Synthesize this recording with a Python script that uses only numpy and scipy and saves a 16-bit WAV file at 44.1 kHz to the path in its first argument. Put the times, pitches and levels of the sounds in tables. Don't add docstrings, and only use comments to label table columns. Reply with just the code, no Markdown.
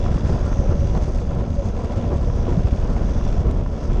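import sys
import numpy as np
from scipy.fft import rfft, irfft, next_fast_len
from scipy.io import wavfile
from scipy.ndimage import uniform_filter1d, map_coordinates

SR = 44100
rng = np.random.default_rng(int(sys.argv[2]) if len(sys.argv) > 2 else 0)


def master_out(mix):
    frames = np.transpose(np.atleast_2d(mix))
    ceiling = np.clip(frames, -1, 1)
    pcm = np.round(ceiling * 32767).astype(np.int16)
    wavfile.write(sys.argv[1], SR, pcm)


N = 176400
EDDY_RATE, FLUTTER_RATE, SWAY_RATE = 40, 190, 14


def amp(db):
    return 10 ** (np.asarray(db) / 20)


def unit(x):
    return x / np.sqrt(np.mean(x ** 2) + 1e-20)


def even(x, window_s):
    power = np.abs(uniform_filter1d(x ** 2, int(window_s * SR)))
    return x / np.sqrt(power + 1e-9)


def curve(rows):
    return np.interp(np.arange(N) / SR, *np.transpose(rows))


def wobble(rate):
    points = rng.standard_normal(N // 40)
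    return map_coordinates(points, [np.arange(N) * rate / SR], mode="wrap")


def filtered(x, response):
    size = next_fast_len(N + SR // 2)
    hz = np.fft.rfftfreq(size, 1 / SR)
    return irfft(rfft(x, size) * response(hz), size)[:N]


def noise(tone, swing_db=0):
    f, db = np.transpose(tone)
    raw = rng.standard_normal(N) * amp(swing_db)
    return unit(filtered(raw, lambda hz: amp(np.interp(np.log(hz + 1), np.log(f + 1), db))))


def strikes(rows, fade_s):
    t = np.arange(N) / SR
    return sum((t >= s) * amp(db - 60 * np.abs(t - s) / fade_s) for s, db in rows)


# (time [s], level [dB])
BUFFET_LEVELS = [(0, -17.5), (.3, -17), (.5, -18.5), (.88, -15.5), (1.0, -17.5), (1.16, -18), (1.26, -19.5),
                 (1.62, -19.5), (1.88, -22.5), (2.05, -19), (2.6, -16.5), (2.8, -17.5), (3.1, -17),
                 (3.53, -16.5), (3.68, -20), (3.8, -26.5), (3.9, -15.5), (4, -15.5)]
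# (frequency [Hz], level [dB])
BUFFET_TONE = [(8, -33.5), (20, -2), (35, 0.5), (70, -3), (85, -6), (110, -9.5), (145, -12.5), (180, -14.5),
               (220, -15), (310, -25), (600, -34), (1500, -51.5), (4000, -83.5), (10000, -120)]

def buffet(eddies, gain_db=-1):
    swing_db = 2 * eddies + 2 * wobble(FLUTTER_RATE)
    return amp(curve(BUFFET_LEVELS) + gain_db) * even(noise(BUFFET_TONE, swing_db), window_s=.11)


# (time [s], level [dB])
GUST_LEVELS = [(0, -53.5), (.2, -41), (.36, -39), (.52, -42.5), (.62, -56), (.73, -40), (.81, -57.5),
               (2.3, -57), (2.6, -50), (3.1, -44), (3.45, -50), (3.7, -54), (4, -53)]
# (frequency [Hz], level [dB])
GUST_TONE = [(150, -21), (260, 10), (550, -9), (850, 1), (1000, -0.5), (1400, -0.5), (1750, -8.5),
             (2400, -25), (6000, -69)]

def gusts(eddies):
    return amp(curve(GUST_LEVELS)) * noise(GUST_TONE, swing_db=3 * eddies)


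# (time [s], level [dB])
HISS_LEVELS = [(0, -55.5), (.3, -45.5), (.65, -51.5), (1.07, -48.5), (1.25, -53), (1.45, -54.5),
               (1.85, -51.5), (2.2, -52.5), (2.5, -50.5), (2.7, -51), (3, -51.5), (3.13, -48.5),
               (3.35, -53), (3.65, -56), (3.83, -49.5), (4, -56)]
# (frequency [Hz], level [dB])
HISS_TONE = [(500, -4.5), (1700, 5), (2800, -6), (3100, -5), (4250, -6), (4800, 2.5), (5800, -0.5),
             (6200, 1.5), (6430, 2.5), (6700, -2.5), (7000, -16), (7400, -12), (8600, -16), (10800, -25),
             (12200, -41)]

def air_hiss(eddies, gain_db=-1.5):
    swing_db = 0.46 * eddies + 2 * wobble(FLUTTER_RATE)
    return amp(curve(HISS_LEVELS) + gain_db) * noise(HISS_TONE, swing_db)


# (frequency [Hz], level [dB])
SPATTER_TONE = [(900, -3), (2500, -3.5), (4500, 7.5), (7500, 4.5), (9500, -11), (11000, -20.5),
                (12400, -45.5)]

def spatter(eddies, gain_db=-11.5, grains_per_s=210, grain_s=.001):
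    starts = (rng.random(N) < grains_per_s / SR) * 1.0
    grains = np.abs(uniform_filter1d(starts, int(grain_s * SR)))
    swing_db = 20 * np.log10(grains + 1e-9) + 5.5 * eddies
    return amp(curve(HISS_LEVELS) + gain_db) * noise(SPATTER_TONE, swing_db)


# (time [s], level [dB])
ROAR_LEVELS = [(0, -28.5), (.18, -32), (.33, -27.5), (.55, -28.5), (.73, -27.5), (.85, -34.5), (.96, -27),
               (1.17, -33.5), (1.42, -27.5), (1.53, -33.5), (1.65, -29.5), (1.87, -28.5), (2.06, -27),
               (2.2, -28.5), (2.33, -30), (2.46, -25.5), (2.62, -29.5), (3.45, -29.5), (3.73, -32.5),
               (3.95, -27)]
# (frequency [Hz], level [dB])
ROAR_TONE = [(60, 3), (220, -5), (420, -1), (720, -3), (880, -12.5), (1100, -13), (1200, -18.5),
             (1700, -23.5), (2100, -27.5), (3100, -29.5), (7000, -53), (12000, -100)]
# (frequency [Hz], width [Hz], level [dB])
FRAME_NOTES = [(231.2, 28, 9.5), (365.7, 22, 9.5), (469, 13.2, 8.5), (504, 27, 2), (658, 100, -8),
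               (999, 43, 0), (1160, 21, -12), (1328, 41, -5.5), (1453, 33, -15.5)]

def tyres(eddies, sway, roar_db=-4, ring_db=-8, dull_above_hz=2500):
    def frame(f):
        response = 0
        for k, (hz, width, db) in enumerate(FRAME_NOTES):
            note = 1j * f * width / (hz * hz - f * f + 1j * f * width)
            response += (-1) ** k * amp(db) * note
        return response / (1 + (f / dull_above_hz) ** 6)

    swing_db = 0.96 * eddies - sway + 2 * wobble(FLUTTER_RATE)
    shaking = rng.standard_normal(N) * amp(swing_db)
    ring = amp(ring_db) * unit(filtered(shaking, frame))
    roar = amp(roar_db) * noise(ROAR_TONE, swing_db)
    return amp(curve(ROAR_LEVELS)) * (roar + ring)


# (time [s], level [dB])
HUM_LEVELS = [(0, -39.5), (.45, -48), (.58, -35.5), (.87, -36.5), (.97, -49), (1.28, -46), (1.39, -35),
              (1.54, -51), (1.59, -29), (1.66, -45.5), (1.94, -41), (2.04, -33), (2.15, -38), (2.31, -48.5),
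              (2.48, -45.5), (3.1, -42), (3.75, -46), (4, -45)]

def wheel_hum(pitch_hz=570, drift_hz=13, waver_db=3, wobbles_per_s=50):
    hz = pitch_hz + drift_hz * wobble(wobbles_per_s)
    note = amp(waver_db * wobble(wobbles_per_s)) * np.sin(2 * np.pi * np.cumsum(hz) / SR)
    return amp(curve(HUM_LEVELS)) * even(note, window_s=.12)


# (time [s], level [dB], middle frequency [Hz])
SWISH_SWELLS = [(0, -53, 5500), (.3, -63, 5200), (.45, -63, 5900), (.53, -51, 6050), (.72, -56, 5950),
                (.85, -55.5, 5950), (1.08, -57, 6060), (1.22, -62, 6100), (1.42, -68, 6150),
                (1.661, -53.5, 6390), (1.761, -67.5, 6150), (2.22, -62, 5757), (2.35, -56, 5850),
                (2.56, -59, 5750), (2.68, -71, 5780), (3, -63, 5724), (3.12, -55, 5900), (3.35, -55, 5600),
                (3.45, -64, 5700), (3.719, -66, 5540), (3.82, -55.5, 5550), (4, -62, 5620)]

def tyre_swish(gain_db=-1.5, width_hz=1120):
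    times, db, hz = np.transpose(SWISH_SWELLS)
    band = lambda f: 1 / (1 + (2 * f / width_hz) ** 4)
    low_a, low_b = (filtered(rng.standard_normal(N), band) for _ in range(2))
    phase = 2 * np.pi * np.cumsum(curve(np.c_[times, hz])) / SR
    hiss = unit(low_a * np.cos(phase) + low_b * np.sin(phase))
    return amp(curve(np.c_[times, db]) + gain_db) * hiss


# (time [s], level [dB])
CHAIN_LEVELS = [(0, -48), (.25, -48.5), (.55, -53.5), (.85, -49.5), (1.05, -56.5), (1.4, -53), (1.56, -56),
                (1.82, -53), (2.1, -50.5), (2.27, -56.5), (2.45, -52), (2.73, -49), (2.95, -55.5),
                (3.25, -47), (3.5, -57), (3.73, -56.5), (3.88, -56.5), (4, -43)]
# (time [s], rate [links/s])
LINK_RATES = [(.25, 77.5), (.7, 76.5), (1.3, 75.8), (2.1, 77), (2.6, 78), (3.1, 77.5), (3.9, 78)]
# (frequency [Hz], level [dB])
CHAIN_TONE = [(900, -5), (1500, 0), (2000, -1.5), (2190, 2), (2450, -0.5), (2850, 2), (3120, -8.5),
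              (3330, 4), (3480, 1.5), (3750, -4), (4250, -7.5), (5200, -9), (6400, -11), (7100, -9),
              (9000, -27), (12000, -47)]

def chain(gain_db=-1, scatter_db=2.34, rise_s=0.002, fade_s=0.028):
    rate = curve(LINK_RATES)
    links = np.cumsum(rate) / SR
    age = links % 1 / rate
    size_db = scatter_db * rng.standard_normal(int(links[-1]) + 1)[links.astype(int)]
    click_db = 20 * np.log10(1.001 - np.exp(-age / rise_s)) - 60 * age / fade_s
    return amp(curve(CHAIN_LEVELS) + gain_db) * noise(CHAIN_TONE, size_db + click_db)


# (time [s], level [dB])
JOLTS = [(0.062, -24.5), (0.115, -31), (0.178, -30), (0.529, -27.5), (2.299, -28.5), (2.9655, -26),
         (3.088, -30), (3.2108, -31), (3.662, -31)]
# (frequency [Hz], level [dB], time to fall 60 dB [s])
HANDLEBAR_NOTES = [(644, 2, 0.017), (1026, 1.5, 0.019), (1424, -6, 0.016), (1840, -8.5, 0.016),
                   (2590, -17, 0.013)]

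def handlebar_clacks(gain_db=-1.5, pitch_scatter=0.07):
    t, out = np.arange(N) / SR, np.zeros(N)
    for start, jolt_db in JOLTS:
        age = np.maximum(t - start, 0)
        for hz, note_db, fade_s in HANDLEBAR_NOTES:
            chance = rng.standard_normal()
            ring = np.sign(chance) * np.sin(2 * np.pi * hz * np.exp(pitch_scatter * chance) * age)
            fade_db = -60 * np.minimum(age / fade_s, 10)
            out += amp(jolt_db + note_db + fade_db) * ring
    return amp(gain_db) * out


# (time [s], level [dB])
HARD_EDDIES = [(0.115, -9), (0.3, -13), (0.348, -7), (0.429, -13), (0.593, -8.5), (0.696, -7),
               (0.913, -16.5), (1.373, -11.5), (2.163, -15), (2.302, -8.5), (2.579, -6), (2.647, -9),
               (3.311, -21), (3.412, -9.5), (3.46, -14.5), (3.514, -21), (3.914, -24)]

def wind_slaps(gain_db=-1.5, pitch_hz=117, pitch_scatter=0.29, half_length_s=0.0046):
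    t, out = np.arange(N) / SR, np.zeros(N)
    for middle, db in HARD_EDDIES:
        hz = pitch_hz * np.exp(pitch_scatter * rng.standard_normal())
        swell = np.exp(-((t - middle) / half_length_s) ** 2)
        out += amp(db + gain_db) * swell * np.cos(2 * np.pi * hz * (t - middle))
    return out


# (time [s], level [dB])
BUMPS = [(0.293, -23), (0.329, -28), (0.715, -24), (0.95, -21.5), (1.217, -29), (2.13, -30), (2.669, -23.5)]
# (frequency [Hz], level [dB])
BUMP_TONE = [(100, -9.5), (400, 13.5), (900, -1), (1500, -13.5), (2700, -25), (5000, -23.5), (12000, -100)]

def board_knocks(rise_s=0.0013, fade_s=0.068):
    loudness = uniform_filter1d(strikes(BUMPS, fade_s), int(rise_s * SR))
    return loudness * noise(BUMP_TONE)


# (time [s], half length [s], level [dB])
ROUGH_PATCHES = [(0.299, 0.013, -26.5), (0.352, 0.018, -30.5), (0.417, 0.012, -36.5), (0.754, 0.031, -38),
                 (1.09, 0.021, -29.5), (2.128, 0.024, -26.5), (2.493, 0.025, -28.5), (3.456, 0.011, -29)]
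# (frequency [Hz], level [dB])
GROWL_TONE = [(200, -10.5), (310, -1.5), (370, 9.5), (420, -7.5), (470, 10.5), (530, -10), (580, 2),
              (700, -19.5), (1000, -11), (1400, -25), (2200, -33), (9000, -97)]

def wheel_growls(gain_db=2):
    t = np.arange(N) / SR
    swells = sum(amp(db) * np.exp(-((t - middle) / half) ** 2) for middle, half, db in ROUGH_PATCHES)
    return amp(gain_db) * swells * even(noise(GROWL_TONE), window_s=0.023)


# (time [s], level [dB])
RATTLES = [(0.969, -48.5), (1.081, -42.5), (1.351, -47), (2.681, -47), (2.936, -46), (3.512, -39.5)]
# (frequency [Hz], level [dB])
RATTLE_TONE = [(800, -10), (3400, 6), (6300, 2.5), (7500, 0.5), (9500, -8), (11500, -17), (12500, -35.5)]

def rattle_ticks(gain_db=2, fade_s=.007):
    return amp(gain_db) * strikes(RATTLES, fade_s) * noise(RATTLE_TONE)


def scene():
    eddies, sway = wobble(EDDY_RATE), wobble(SWAY_RATE)
    wind = buffet(eddies) + wind_slaps() + gusts(eddies) + air_hiss(eddies) + spatter(eddies)
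    track = tyres(eddies, sway) + wheel_hum() + tyre_swish() + wheel_growls() + board_knocks()
    bicycle = chain() + handlebar_clacks() + rattle_ticks()
    return (wind + track + bicycle)[None]


def record(dry):
    top_hz = 12600
    return filtered(dry[0], lambda hz: hz < top_hz)[None]


dry = scene()
out = record(dry)
master_out(out)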